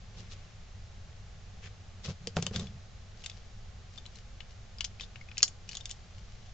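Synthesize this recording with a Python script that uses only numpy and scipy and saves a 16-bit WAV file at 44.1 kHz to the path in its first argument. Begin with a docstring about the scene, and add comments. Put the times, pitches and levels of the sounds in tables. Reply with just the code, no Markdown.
"""A small workshop: low room rumble and soft hiss throughout. First, hands brush wood blocks and the
newspaper covering a table. From about 2.3 s a steel bar clamp is picked up: it knocks and drags, and
the table top thuds. From 3.2 s it is turned in the hands, and its loose jaw and screw slide, click and
rattle on the bar, making the steel ring. One hard snap lands at 5.4 s; light clicks and a faint
slide close the scene."""
import sys
import numpy as np
from scipy import signal
from scipy.fft import rfft, next_fast_len
from scipy.io import wavfile

SR = 44100
rng = np.random.default_rng(int(sys.argv[2]) if len(sys.argv) > 2 else 0)


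def bounce(signal):
    """Save signal as a 16-bit WAV file at the path given by the first command-line argument."""
    frames = np.transpose(np.atleast_2d(signal))
    limited = np.clip(frames, -1, 1)
    pcm = np.round(limited * 32767).astype(np.int16)
    wavfile.write(sys.argv[1], SR, pcm)


N = 287973
HIT_T = np.arange(SR // 4) / SR  # time axis of one hit, in seconds

# jaw and screw strike the bar: start_s, level_db, pitch_hz (of the struck part), treble_db (re level)
CLICKS = [(2.2706, -20, 5070, -9), (2.3626, -43, 6250, 5), (2.367, -23.5, 2390, -10),
          (2.424, -21, 5900, -6), (2.4648, -18, 2970, -6), (2.548, -33, 3430, -17),
          (2.5596, -16.5, 3740, -12), (2.595, -28.5, 3680, -4), (2.669, -38.5, 3420, -12),
          (3.2381, -38.5, 3070, -4), (3.243, -33, 2800, -9), (3.26, -23, 3560, -6.5),
          (3.2974, -32.5, 3470, -4.5), (3.314, -43.5, 3500, -16), (3.9761, -36, 3500, -12),
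          (3.9824, -38, 3580, -10), (4.055, -48, 3000, -7), (4.0616, -40.5, 4000, -3.5),
          (4.1568, -49.5, 4080, 5), (4.404, -34, 2890, -19), (4.784, -37, 4980, -13),
          (4.8065, -18.5, 2940, -8.5), (4.8428, -22, 5330, -10.5), (4.8462, -20, 6140, -14),
          (4.997, -33, 2540, -30), (5.0083, -26, 3640, -25), (5.034, -37.5, 3600, -19),
          (5.1572, -38, 2610, -24), (5.211, -42.5, 2160, -25), (5.286, -47, 2530, -16),
          (5.3142, -41.5, 2390, -30), (5.37, -33, 2650, -20), (5.379, -21, 5370, -2),
          (5.4042, -34, 2490, -25), (5.4213, -30, 6910, -9), (5.4284, -5, 5500, -0.5),
          (5.478, -31, 7200, -3), (5.6904, -35, 2920, 2.5), (5.718, -39, 4400, -3),
          (5.751, -29.5, 3610, -3), (5.7691, -26.5, 6870, -6.5), (5.8073, -39.5, 3670, -3),
          (5.8552, -31, 3540, 2), (5.893, -35, 7000, -6), (5.905, -36, 3480, -3), (5.911, -27, 7350, -1)]
# ring of the steel bar and jaw: pitch_hz, level_db, t60_s
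CLAMP_MODES = [(2710, -6, .04), (2937, -1.5, .055), (3150, 0.5, 0.047), (3450, -2, 0.045),
               (3910, -3, 0.044), (4330, -6.5, 0.087), (4700, -1.5, 0.043), (4830, -3.5, .06),
               (5120, 4.5, 0.021), (5240, -6, 0.05), (5580, -2.5, .055), (6200, -2.5, 0.044),
               (6520, -7, .06), (7150, -1, 0.044), (7360, -7, 0.051), (7800, -11, .06)]
# the jaw slides along the bar: centre_s, half_length_s, level_db
JAW_SLIDES = [(3.25, 0.051, -57), (3.368, 0.075, -64), (3.962, 0.026, -59), (4.16, 0.043, -60.5),
              (4.512, 0.012, -59.5), (5.025, 0.017, -46), (5.407, 0.034, -55), (5.74, 0.037, -50.5),
              (5.885, 0.038, -58.5), (6.365, 0.37, -65.5)]
# the clamp bumps the table: start_s, thump_db, clack_db
KNOCKS = [(2.272, -34, -47.5), (2.368, -24, -22.5), (2.378, -43, -37), (2.387, -33.5, -33.5),
          (2.426, -52, -38.5), (2.467, -61, -37.5), (2.511, -31, -46), (2.562, -31, -45), (2.595, -40, -42),
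          (5.429, -59, -39)]
# thud of the table top: pitch_hz, level_db, t60_s
TABLE_MODES = [(91, -8.5, 0.079), (111.8, 2.5, 0.16), (163.6, -6.5, 0.17), (191.4, 2.5, 0.075),
               (261, -7.5, 0.017), (362, -4.5, 0.03), (465, -6, 0.073), (550, -20.5, 0.11),
               (740, -25, 0.027)]
# woody tone of a knock: frequency_hz, level_db
CLACK_EQ = [(150, -6), (400, 13), (750, 5), (1000, 1), (1500, -2), (2500, -31), (5000, -17)]
# hands brush, the clamp drags: centre_s, half_length_s, hiss_db, rasp_db, pressure_db
RUBS = [(0.194, 0.021, -51, -76, -50.5), (0.324, 0.015, -49.5, -75, -72), (.33, 0.19, -64.5, -66.5, -59.5),
        (1.655, 0.021, -50, -51.5, -55), (2.057, 0.012, -41.5, -58, -43.5),
        (2.096, 0.018, -45.5, -58, -36.5), (2.246, 0.031, -65, -72, -48), (2.385, 0.017, -48.5, -54, -33.5),
        (2.446, 0.034, -52.5, -61, -41), (2.555, 0.015, -42, -50, -37), (2.606, 0.038, -49.5, -67, -36.5),
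        (2.714, 0.052, -74, -79, -48.5)]
# bright hiss of sliding surfaces: frequency_hz, level_db
FRICTION_EQ = [(600, -18), (1300, -12.5), (2200, -5.5), (3300, 2), (5000, 1), (7500, -5)]
# midrange scrape of paper: frequency_hz, level_db
SCRAPE_EQ = [(200, -13.5), (380, 4), (550, 3), (800, -6.5), (1200, -5), (2200, -22.5)]
# low end of rubbing pressed into the table: frequency_hz, level_db
PRESSURE_EQ = [(40, -20.5), (85, 1.5), (120, 0.5), (175, 0.5), (240, -11), (400, -40.5)]
# slaps off hard surfaces nearby: delay_s, level_db, pan_db (left over right)
ECHOES = [(.0021, -23, 3), (.0063, -18.5, -13.5), (.0082, -26, 10)]
# low bed of the room tone: frequency_hz, level_db
ROOM_RUMBLE_EQ = [(10, 0), (22, 5), (31, -4.5), (43, 3.5), (56, 1), (76, -1.5), (97, 4.5), (135, -11.5),
                  (195, -11), (260, -26.5), (450, -34.5), (750, -25), (1100, -37), (4000, -50)]
# airy bed of the room tone: frequency_hz, level_db
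ROOM_HISS_EQ = [(100, 9), (450, 4.5), (750, 2), (1100, 0.5), (2000, -1.5), (4000, -3), (7200, -6)]
# notches in the microphone's response: frequency_hz, width_hz
MIC_DIPS = [(300, 102), (962, 69)]

MEDIUM_BLOW_DB, MEDIUM_PART_HZ, MEDIUM_TREBLE_DB = -36.5, 3500, -11  # a middling click
LEFT_PAN_DB, NEAR_CENTRE_PAN_DB = 8.5, 1
RING_SPREAD_DB = 3.5  # hit-to-hit variation of each clamp mode


def clamp_clicks(damped_until_s=3.6, part_t60_s=0.02, take_up_s=0.0005):
    """Steel hits steel: each contact cracks, wakes the bar and chatters on the loose part it struck."""
    out = np.zeros((2, N))
    for start_s, level_db, pitch_hz, treble_db in CLICKS:
        hardness_db = level_db - MEDIUM_BLOW_DB
        damping_db = 4 * (start_s < damped_until_s)  # the early clicks ring less
        force = contact(chatter_db=17.5 + 0.5 * hardness_db)
        part_ring = signal.fftconvolve(force, ringing([(pitch_hz, 0, part_t60_s)], spread_db=0))
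        # hard blows on heavy, low-ringing parts carry the most body
        body_db = -28 + 0.22 * hardness_db - 6.5 * np.log2(pitch_hz / MEDIUM_PART_HZ)
        # a soft contact with little treble also cracks less
        crack_db = -13 + 0.24 * (treble_db - MEDIUM_TREBLE_DB)
        # a light touch mostly rings, a hard one mostly cracks
        ring_db = -6 - 0.47 * hardness_db - damping_db
        layers = [(band(force, 800, 1900), body_db, NEAR_CENTRE_PAN_DB),
                  (band(force, 2630, 4940, order=3), crack_db, LEFT_PAN_DB),
                  (band(force, 4640, 9160, order=3), treble_db - 2, NEAR_CENTRE_PAN_DB),
                  (ringing(CLAMP_MODES, RING_SPREAD_DB), -14 - damping_db, NEAR_CENTRE_PAN_DB),
                  (part_ring[:len(force)], ring_db, LEFT_PAN_DB)]
        for sound, trim_db, pan_db in layers:
            layer = from_db(level_db + trim_db) * burst(sound, seconds=0.0023)
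            add(out, start_s + take_up_s, panned(layer, pan_db))
    left, right = out
    return np.array([left, np.append(0, right[:-1])])  # off to the left: the right hears it a sample late


def sliding_jaw(ticks_per_s=60, slide_db=-3, crack_db=-6.5, ring_db=-9, size_spread_db=3):
    """Steel slides on steel; random light ticks ride the motion and wake the bar."""
    motion = sum(from_db(db) * swell(centre_s, half_s) for centre_s, half_s, db in JAW_SLIDES)
    catches = rng.random(N) < ticks_per_s / SR
    sizes = from_db(size_spread_db * rng.standard_normal(N))
    ticks = motion * rms_one(catches * sizes)
    crack = from_db(crack_db) * burst(band(contact(chatter_db=13.5), 1500, 6000), 1 / SR)
    ring = from_db(ring_db) * burst(ringing(CLAMP_MODES, RING_SPREAD_DB), 1 / SR)
    slide = from_db(slide_db) * motion * friction()
    return slide + panned(signal.fftconvolve(ticks, crack + ring)[:N], LEFT_PAN_DB)


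def contact(chatter_db, decay_s=0.002):
    """The force of a hit: a sharp first touch and a dying flurry of tiny rebounds."""
    rebounds = rng.standard_normal(len(HIT_T)) * np.exp(-HIT_T / decay_s)
    force = from_db(chatter_db) * burst(rebounds, 1 / SR)
    force[0] += 1
    return force


def ringing(modes, spread_db):
    """A struck body rings as decaying sines; every blow balances them anew."""
    hz, db, t60_s = np.transpose(modes)[:, :, None]
    strength = from_db(db + spread_db * rng.standard_normal(hz.shape)) * rng.choice([-1, 1], hz.shape)
    decay = from_db(-60 * HIT_T / t60_s)
    return np.sum(strength * decay * np.sin(2 * np.pi * hz * HIT_T), axis=0)


def table_knocks(clack_decay_s=0.0079):
    """Each bump gives a short woody clack and sets the table top thudding."""
    out = np.zeros((2, N))
    for start_s, thump_db, clack_db in KNOCKS:
        thump = burst(ringing(TABLE_MODES, spread_db=7.5), seconds=0.0049)
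        wood_noise = colour(rng.standard_normal(len(HIT_T)), CLACK_EQ)
        clack = burst(wood_noise * np.exp(-HIT_T / clack_decay_s), seconds=0.0017)
        attack = burst(band(1.0 * (HIT_T == 0), 230, 1700, order=1), seconds=0.0007)
        knock = from_db(thump_db) * thump + from_db(clack_db) * (clack + attack)
        add(out, start_s, panned(knock, 0.3))
    return out


def rubbing(scrape_db=-7.5):
    """Fibres hiss and rasp under each stroke; pressure drives scrape and rumble into the table."""
    power = sum((from_db(levels)[:, None] * swell(centre_s, half_s)) ** 2
                for centre_s, half_s, *levels in RUBS)
    hiss, rasp, pressure = np.sqrt(power)
    scrape = from_db(scrape_db) * np.sqrt(hiss * pressure) * colour(rng.standard_normal(N), SCRAPE_EQ)
    rumble = pressure * colour(rng.standard_normal(N), PRESSURE_EQ)
    grains = friction()
    return hiss * grains + rasp * rms_one(band(grains, 800, 2600)) + rumble + scrape


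def friction(grain_db=6.0, width=0.72, pan_db=4.0):
    """Surfaces catch and let go in dense grains: a wide, gritty hiss."""
    grains = rng.standard_normal((2, N)) * from_db(grain_db * np.minimum(rng.exponential(1, (2, N)), 5))
    mid, side = colour(grains, FRICTION_EQ)
    return panned(mid, pan_db) + width * side * [[1], [-1]]


def workshop_reverb(x, near_db=-11, near_t60_s=0.093, far_db=-23, far_t60_s=0.2):
    """A tight space: scatter off the cluttered table, a faint room tail and a few hard slaps."""
    response = np.zeros((2, len(HIT_T)))
    for level_db, t60_s in (near_db, near_t60_s), (far_db, far_t60_s):
        scatter = rng.standard_normal(response.shape) * from_db(-60 * HIT_T / t60_s)
        response += from_db(level_db) * burst(scatter, 2 / SR)
    for delay_s, level_db, pan_db in ECHOES:
        add(response, delay_s, panned(from_db([level_db]), pan_db))
    return x + signal.fftconvolve(x, response, axes=1)[:, :N]


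def room_tone(rumble_db=-48.5, hiss_db=-57.5, rumble_width=0.16, hiss_width=0.65):
    """A steady bed: near-mono rumble under a wide, soft hiss."""
    out = 0
    for eq, db, width in (ROOM_RUMBLE_EQ, rumble_db, rumble_width), (ROOM_HISS_EQ, hiss_db, hiss_width):
        mid, side = colour(rng.standard_normal((2, N)), eq)
        out = out + from_db(db) * (mid + width * side * [[1], [-1]])
    return out


def from_db(db):
    """Decibels to gain."""
    return 10 ** (np.asarray(db) / 20)


def rms_one(x):
    """Scale to rms 1."""
    return x / np.sqrt(np.mean(x ** 2) + 1e-20)


def burst(x, seconds):
    """Scale to the energy that rms 1 has over so many seconds."""
    return x * np.sqrt(seconds * SR / (np.sum(x ** 2) + 1e-20))


def band(x, low_hz, high_hz, order=2):
    """Causal band-pass."""
    sos = signal.butter(order, [low_hz, high_hz], "band", fs=SR, output="sos")
    return signal.sosfilt(sos, x + 1e-18)


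def colour(x, eq):
    """Shape noise with an EQ curve of (frequency_hz, level_db) points; rms 1."""
    hz, db = np.transpose(eq)
    size = next_fast_len(x.shape[-1])
    log_hz = np.log(np.fft.rfftfreq(size, 1 / SR) + 1e-3)
    gain = from_db(np.interp(log_hz, np.log(hz), db))
    return rms_one(np.fft.irfft(rfft(x, size) * gain, size)[..., :x.shape[-1]])


def swell(centre_s, half_s):
    """Bell-shaped fade in and out for one stroke."""
    return np.exp(-.5 * np.minimum(((np.arange(N) / SR - centre_s) / half_s) ** 2, 100))


def panned(x, pan_db):
    """Mono to stereo, the left louder by pan_db."""
    return x * from_db(np.array([[pan_db], [-pan_db]]) / 2)


def add(out, start_s, x):
    """Drop a short stereo sound into the mix."""
    at = round(start_s * SR)
    out[:, at:at + x.shape[-1]] += x[:, :N - at]


def scene():
    """Clamp and handling over the room tone; only the clicks feed the reverb."""
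    return room_tone() + workshop_reverb(clamp_clicks()) + table_knocks() + rubbing() + sliding_jaw()


def record(dry, top_hz=7236, cutoff_hz=9650):
    """A small microphone rounds the hardest peak, cuts two notches and dulls the top."""
    x = np.tanh(dry)
    for hz, width_hz in MIC_DIPS:
        x = signal.lfilter(*signal.iirnotch(hz, hz / width_hz, fs=SR), x)
    x = signal.sosfilt(signal.butter(14, top_hz, fs=SR, output="sos"), x)
    return signal.sosfilt(signal.ellip(8, .1, 70, cutoff_hz, fs=SR, output="sos"), x)


dry = scene()
out = record(dry)
bounce(out)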